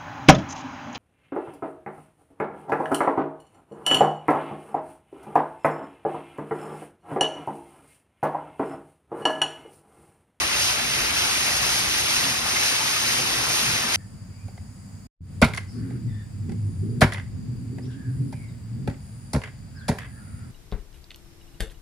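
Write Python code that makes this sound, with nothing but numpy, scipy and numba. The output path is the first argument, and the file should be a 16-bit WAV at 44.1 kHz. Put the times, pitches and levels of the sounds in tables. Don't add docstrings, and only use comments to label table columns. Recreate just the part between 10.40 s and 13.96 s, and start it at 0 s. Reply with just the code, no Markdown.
import sys
import numpy as np
from scipy import signal
from scipy.fft import rfft, irfft
from scipy.io import wavfile
from numba import njit

SR = 44100
rng = np.random.default_rng(int(sys.argv[2]) if len(sys.argv) > 2 else 0)


def int16_out(signal):
    q = np.round(np.clip(np.atleast_2d(signal).T, -1, 1) * 32767)
    wavfile.write(sys.argv[1], SR, q.astype(np.int16))


N = 156996
FREQS = np.maximum(np.arange(N // 2 + 1) * SR / N, 1)


# time_s [s], level_db [dB]
GRAVEL_SURGE = [(0, -27.5), (.07, -29), (.14, -29), (.21, -24.5), (.29, -25), (.37, -29.5), (.48, -29.5),
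                (.55, -28), (.73, -29.5), (.79, -26.5), (.89, -27), (.99, -27.5), (1.17, -26), (1.205, -29),
                (1.24, -25.5), (1.37, -26), (1.46, -28), (1.6, -25.5), (1.64, -28.5), (1.71, -26),
                (1.85, -26), (1.98, -29), (2.04, -30.2), (2.1, -27.5), (2.19, -26.5), (2.26, -25),
                (2.37, -27), (2.41, -29), (2.47, -27), (2.6, -28), (2.69, -25.5), (2.77, -27), (2.85, -28),
                (3.08, -28.5), (3.15, -25.5), (3.35, -27.5), (3.47, -31), (3.52, -28), (3.55, -24)]
# freq_hz [Hz], gain_db [dB]
GRAVEL_SPECTRUM = [(1200, -23.5), (2500, -4.5), (3400, -3), (4100, -2.3), (4850, 1.5), (6500, -0.3),
                   (7500, -6.5), (9100, -4), (10500, -8.5), (12000, -11.5), (13200, -14)]
STONES_PER_S, STONE_SPREAD_DB, STONE_CYCLES = 9000, 1, 16
SPRAY_DB, GRAVEL_DB = 1, -24.5


def gravel():
    flow_db = swing(GRAVEL_SURGE)
    stones_per_s = STONES_PER_S * from_db(.5 * flow_db)
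    ticks = grains(stones_per_s, STONE_SPREAD_DB, STONE_CYCLES, low_hz=1905, high_hz=14700)
    spray = from_db(SPRAY_DB) * noise()
    rush = coloured(ticks + spray, GRAVEL_SPECTRUM)
    flicker_db = 0.27 * drift(7.3)
    return rush * from_db(GRAVEL_DB + 0.86 * flow_db + flicker_db)


# time_s [s], level_db [dB]
SPLATTER_SURGE = [(0, -31), (.16, -32), (.23, -31), (.33, -32), (.42, -31.5), (.46, -31.5), (.54, -30.5),
                  (1.02, -31), (1.1, -31.5), (1.4, -31), (1.5, -31), (1.6, -29), (1.66, -32.6),
                  (1.71, -29.5), (1.94, -33.5), (2.0, -35), (2.12, -32), (2.25, -31), (2.32, -30),
                  (2.4, -33), (2.46, -31.5), (2.52, -31.8), (2.58, -31), (2.64, -31.5), (2.77, -30),
                  (2.815, -36), (2.9, -31), (3.04, -33), (3.16, -30.5), (3.3, -30.5), (3.45, -34),
                  (3.55, -29)]
# freq_hz [Hz], gain_db [dB]
SPLATTER_SPECTRUM = [(700, -32.5), (1400, -10.5), (2000, -3.5), (2400, -2), (2650, -1), (3100, -5),
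                     (4000, -6.5), (7000, -50), (14000, -46)]
SPLATS_PER_S, SPLAT_SPREAD_DB, SPLAT_CYCLES = 1400, 1, 117
SLURRY_DB, SPLATTER_DB = 2, -28


def splatter():
    pops = grains(SPLATS_PER_S, SPLAT_SPREAD_DB, SPLAT_CYCLES, low_hz=1002.6, high_hz=4988)
    slurry = from_db(SLURRY_DB) * noise()
    wet = coloured(pops + slurry, SPLATTER_SPECTRUM)
    wet = patchy(wet, depth_db=1.18, rate_hz=17, low_hz=1220, count=4)
    return wet * from_db(SPLATTER_DB + 0.93 * swing(SPLATTER_SURGE))


# start_s [s], level_db [dB], pitch_hz [Hz], width_oct [octaves]
SLAP_EVENTS = [(.21, -27, 2840, .4), (.28, -23.5, 2670, .4), (1.778, -25, 3000, 1.8),
               (2.055, -30.5, 680, 0.53), (2.155, -25, 2300, .5), (2.225, -30, 3600, 0.45),
               (2.26, -27, 4300, 1.0), (2.322, -27, 1610, .7), (2.35, -27, 3350, 0.3),
               (2.68, -28.5, 1900, 0.45), (2.765, -24, 2500, 0.77), (3.54, -24, 1900, 0.7)]
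SLAP_ATTACK_S, SLAP_T60_S = 0.0036, 0.16


def slaps():
    out, time_s = np.zeros((2, N)), np.arange(N) / SR
    spray = rfft(grains(per_s=6600, spread_db=-2.0, cycles=9, low_hz=400, high_hz=9050))
    for start_s, level_db, pitch_hz, width_oct in SLAP_EVENTS:
        age_s = np.maximum(time_s - start_s, 0)
        attack = np.minimum(age_s / SLAP_ATTACK_S, 1)
        decay = from_db(-60 * np.minimum(age_s / SLAP_T60_S, 2))
        band = np.exp(-2 * (np.log2(FREQS / pitch_hz) / width_oct) ** 2)
        out += from_db(level_db) * attack * decay * rms_one(irfft(spray * band, N))
    return out


# start_s [s], level_db [dB], pitch_hz [Hz]
GLUG_EVENTS = [(.012, -23, 1076), (.028, -30, 865), (.292, -24, 990), (.816, -28, 865), (1.072, -26, 1380),
               (1.15, -26, 770), (1.234, -25, 1080), (2.162, -16.5, 2074), (2.323, -30, 500),
               (2.404, -20, 880), (2.564, -23, 1240), (2.793, -26, 516), (2.921, -30, 624),
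               (2.984, -30, 800), (3.02, -28, 874)]
GLUG_ATTACK_S, GLUG_T60_S = 0.0032, 0.077


def glugs():
    return booms(GLUG_EVENTS, GLUG_ATTACK_S, GLUG_T60_S, waver=0.0042)


# start_s [s], level_db [dB], pitch_hz [Hz]
THUD_EVENTS = [(.57, -29, 129), (.6, -28, 51.5), (1.295, -35, 64), (1.4, -35, 149), (1.47, -31, 60),
               (1.59, -30, 86), (1.848, -27.5, 259), (1.86, -31.5, 178), (2.972, -27, 132),
               (3.06, -32, 129), (3.218, -32, 253), (3.277, -26.5, 158), (3.29, -30, 202),
               (3.318, -27, 107), (3.435, -27, 233)]
THUD_ATTACK_S, THUD_T60_S = 0.017, 0.19


def thuds():
    return booms(THUD_EVENTS, THUD_ATTACK_S, THUD_T60_S, waver=0.055)


# time_s [s], level_db [dB]
WASH_SURGE = [(0, -34), (.08, -38.5), (.13, -38), (.18, -36.5), (.24, -38.7), (.3, -38), (.4, -36),
              (.47, -41), (.58, -38), (.72, -38), (.85, -36), (.98, -39), (1.06, -35.5), (1.19, -38),
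              (1.26, -36), (1.38, -38.5), (1.45, -38.5), (1.5, -39), (1.59, -38), (1.69, -37.5),
              (1.9, -37.5), (1.97, -38), (2.25, -37), (2.37, -38.5), (2.42, -36.5), (2.5, -38.5),
              (2.63, -39), (2.7, -38), (3.02, -38), (3.09, -36), (3.15, -38), (3.45, -38), (3.55, -37.5)]
# freq_hz [Hz], gain_db [dB]
WASH_SPECTRUM = [(200, -46), (400, -9), (600, -2), (800, 1), (1300, 1.5), (1800, -3), (2800, -1.5),
                 (6000, -31)]
WASH_DB = -31


def wash():
    gurgles = grains(per_s=1300, spread_db=0.0, cycles=24.6, low_hz=325.3, high_hz=2365)
    blurred = coloured(gurgles + from_db(8) * noise(), WASH_SPECTRUM)
    return blurred * from_db(WASH_DB + 1.16 * swing(WASH_SURGE))


# time_s [s], level_db [dB]
HOLLOW_SURGE = [(0.0, -34), (0.26, -46), (0.29, -42), (0.31, -51), (0.35, -40.5), (0.48, -45), (0.51, -51),
                (0.57, -40), (0.99, -42.5), (1.9, -40), (1.98, -55), (2.07, -40), (2.09, -51), (2.13, -40),
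                (2.18, -43), (2.23, -38), (2.29, -47), (2.33, -36.5), (2.39, -42), (2.44, -36), (2.51, -50),
                (2.6, -41.5), (2.92, -35), (3.4, -44), (3.48, -37), (3.56, -42)]
RUMBLE_SURGE = [(0, -48.5), (.22, -45.5), (.36, -49), (.42, -45.5), (.52, -45), (.6, -42.5), (.7, -44.5),
                (1.15, -44.5), (1.42, -43), (1.55, -44.5), (1.63, -44.5), (1.7, -45.5), (1.87, -41),
                (1.95, -43), (2.18, -45.5), (2.29, -49), (2.34, -45), (2.39, -45.5), (2.55, -44.5),
                (2.83, -42), (2.94, -46.5), (3.0, -45), (3.17, -43), (3.3, -41.5), (3.4, -43), (3.55, -45)]
DEEP_SURGE = [(0, -44), (.22, -43.5), (.29, -48), (.44, -44), (.55, -52), (.62, -42), (.8, -45),
              (.98, -50.5), (1.3, -42), (1.38, -51), (1.48, -45), (1.6, -43), (1.71, -52), (1.8, -43.5),
              (1.9, -52), (2.2, -45), (2.3, -50), (2.85, -48), (3.15, -52), (3.35, -44), (3.47, -50.5),
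              (3.55, -49)]
# freq_hz [Hz], gain_db [dB]
HOLLOW_SPECTRUM = [(140, -34), (230, 3), (350, 5.5), (510, 2), (680, -3.5), (1200, -22.5)]
RUMBLE_SPECTRUM = [(60, -31), (98, -10), (118, 2.5), (148, 2.5), (190, 1), (260, -1), (380, -6.5),
                   (600, -12.5), (1500, -24)]
DEEP_SPECTRUM = [(22, -29), (35, -13.5), (52, 7), (70, 5), (90, 6.5), (130, -17), (300, -25.5)]
HOLLOW_DB, RUMBLE_DB, DEEP_DB = -44, -40, -43.5


def rumble():
    hollow = coloured(noise(), HOLLOW_SPECTRUM) * from_db(HOLLOW_DB + 0.85 * swing(HOLLOW_SURGE))
    body = coloured(noise(), RUMBLE_SPECTRUM) * from_db(RUMBLE_DB + 0.95 * swing(RUMBLE_SURGE))
    deep = coloured(noise(), DEEP_SPECTRUM) * from_db(DEEP_DB + 0.86 * swing(DEEP_SURGE))
    return hollow + body + deep


# freq_hz [Hz], width_hz [Hz], gain_db [dB]
SHAFT_RESONANCES = [(113, 13, 4), (213, 17, 0), (226, 12, -2.5), (1458, 69, 0.5), (2030, 46, -1.5),
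                    (2620, 33, 0.2), (4830, 75, 0)]
WALL_ECHO_S, WALL_ECHO_DB, WALL_DULL_HZ = .0081, -18, 1850


def wall_echo(pair):
    delay = np.exp(-2j * np.pi * FREQS * WALL_ECHO_S)
    echo = from_db(WALL_ECHO_DB) * delay / (1 + (FREQS / WALL_DULL_HZ) ** 2)
    ring_db = sum(gain_db / (1 + (2 * (FREQS - freq_hz) / width_hz) ** 2)
                  for freq_hz, width_hz, gain_db in SHAFT_RESONANCES)
    return irfft(rfft(pair) * (1 + echo) * from_db(ring_db), N)


# freq_hz [Hz], coherence [0-1]
MIC_COHERENCE = [(60, .66), (150, .8), (260, .94), (390, .88), (600, .33), (730, .34), (850, .12),
                 (1150, .73), (1600, .72), (2100, .33), (2650, .6), (3100, .42), (3500, .46), (3900, .2),
                 (4400, .42), (5600, .62), (6600, .64), (7200, .97), (7900, .97), (8500, .68), (12500, .65),
                 (13300, .8)]
# freq_hz [Hz], lead_rad [radians]
MIC_LEAD = [(100, -.15), (270, .15), (500, 1.5), (780, 1.2), (920, -1.4), (1300, -1.3), (1850, -.8),
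            (2250, -2.3), (3100, -2.4), (3700, -3.1), (4100, -5.0), (4500, -4.25), (5000, -5.4),
            (5500, -5.2), (6600, -4.1), (7100, -3.2), (7900, -3.05), (8400, -2.3), (9600, -1.6),
            (10500, -.1), (12000, .1), (13400, 3.1)]
# freq_hz [Hz], tilt_db [dB]
MIC_TILT = [(60, -0.5), (130, -1.2), (320, -4.5), (430, 0.5), (600, 6), (870, 12.5), (1050, 8.5), (1300, 5),
            (1800, 0.8), (2700, 1.4), (4700, -0.8), (12000, -0.3)]


def microphones(pair):
    a, b = rfft(pair)
    alike, tilt = np.clip(by_hz(MIC_COHERENCE), 0, 1), from_db(by_hz(MIC_TILT))
    common, apart = np.sqrt(1 + alike) * a, np.sqrt(1 - alike) * b
    left = (common + apart) * tilt
    right = (common - apart) * np.exp(-1j * by_hz(MIC_LEAD))
    return irfft(np.array([left, right]) / np.sqrt(1 + tilt ** 2), N)


GRAIN_RISE = 0.16


def grains(per_s, spread_db, cycles, low_hz, high_hz):
    out = []
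    top_hz = min(high_hz, SR * .45)
    for chance, size, pitch, sign in rng.random((2, 4, N)):
        born = np.flatnonzero(chance < per_s / SR)
        hz = low_hz * (top_hz / low_hz) ** pitch[born]
        size_db = spread_db * np.minimum(-np.log1p(-size[born]), 5)
        sizes = from_db(size_db) * np.sign(sign[born] - .5) * hz
        radians = 2 * np.pi * hz / SR
        decays = np.log(1000) * hz / (cycles * SR)
        out.append(ring_grains(born, sizes, radians, decays, GRAIN_RISE, np.zeros(N)))
    return rms_one(np.array(out))


@njit
def ring_grains(starts, sizes, radians, decays, rise, silence):
    out = silence.copy()
    for k in range(len(starts)):
        fall, swell = np.exp(-decays[k]), np.exp(-decays[k] / rise)
        turn = 2 * fall * np.cos(radians[k])
        now, before, onset = sizes[k] * np.sin(radians[k]), 0.0, 1.0
        for i in range(starts[k], min(starts[k] + int(5 / decays[k]), len(out))):
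            out[i] += now * (1 - onset)
            now, before, onset = turn * now - fall * fall * before, now, onset * swell
    return out


def booms(rows, attack_s, t60_s, waver):
    out, age_s = np.zeros(N + SR), np.arange(SR // 2) / SR
    envelope = np.minimum(age_s / attack_s, 1) * from_db(-60 * age_s / t60_s)
    for start_s, level_db, pitch_hz in rows:
        start = max(int(start_s * SR), 0)
        wavering_hz = pitch_hz * (1 + waver * drift(33)[:len(age_s)])
        cycles = np.cumsum(wavering_hz) / SR + rng.random()
        out[start:start + len(age_s)] += from_db(level_db) * envelope * np.sin(2 * np.pi * cycles)
    return out[:N]


def patchy(pair, depth_db, rate_hz, low_hz, count):
    out, spectrum = pair.copy(), rfft(pair)
    for k in range(count):
        band = np.maximum(1 - np.abs(2 * np.log2(FREQS / low_hz) - k), 0)
        out += irfft(spectrum * band, N) * (from_db(depth_db * drift(rate_hz)) - 1)
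    return rms_one(out)


def coloured(x, colour):
    return rms_one(irfft(rfft(x) * from_db(by_hz(colour)), N))


def noise():
    return rng.standard_normal((2, N))


def drift(rate_hz):
    r = np.exp(-80 * np.pi * rate_hz / SR)
    white = rng.standard_normal(N // 40 + 2002)
    slow = signal.lfilter([1], [1, -2 * r, r * r], white)[2000:]
    return np.interp(np.arange(N) / 40, np.arange(len(slow)), rms_one(slow))


def swing(rows):
    time_s, level_db = np.transpose(rows)
    curve_db = np.interp(np.arange(N) / SR, time_s, level_db)
    return curve_db - curve_db.mean()


def by_hz(points):
    hz, value = np.transpose(points)
    return np.interp(np.log(FREQS), np.log(hz), value)


def from_db(db):
    return 10 ** (np.asarray(db) / 20)


def rms_one(x):
    return x / np.sqrt(np.mean(x ** 2) + 1e-20)


def scene():
    pour = wall_echo(gravel() + splatter() + slaps() + wash() + rumble())
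    glug_pair = np.outer([1, 0], glugs())
    return microphones(pour + glug_pair) + thuds()


CUTOFF_HZ = 13300


def record(dry):
    low_pass = signal.ellip(10, .2, 80, CUTOFF_HZ, fs=SR, output="sos")
    return signal.sosfilt(low_pass, dry)


dry = scene()
out = record(dry)
int16_out(out)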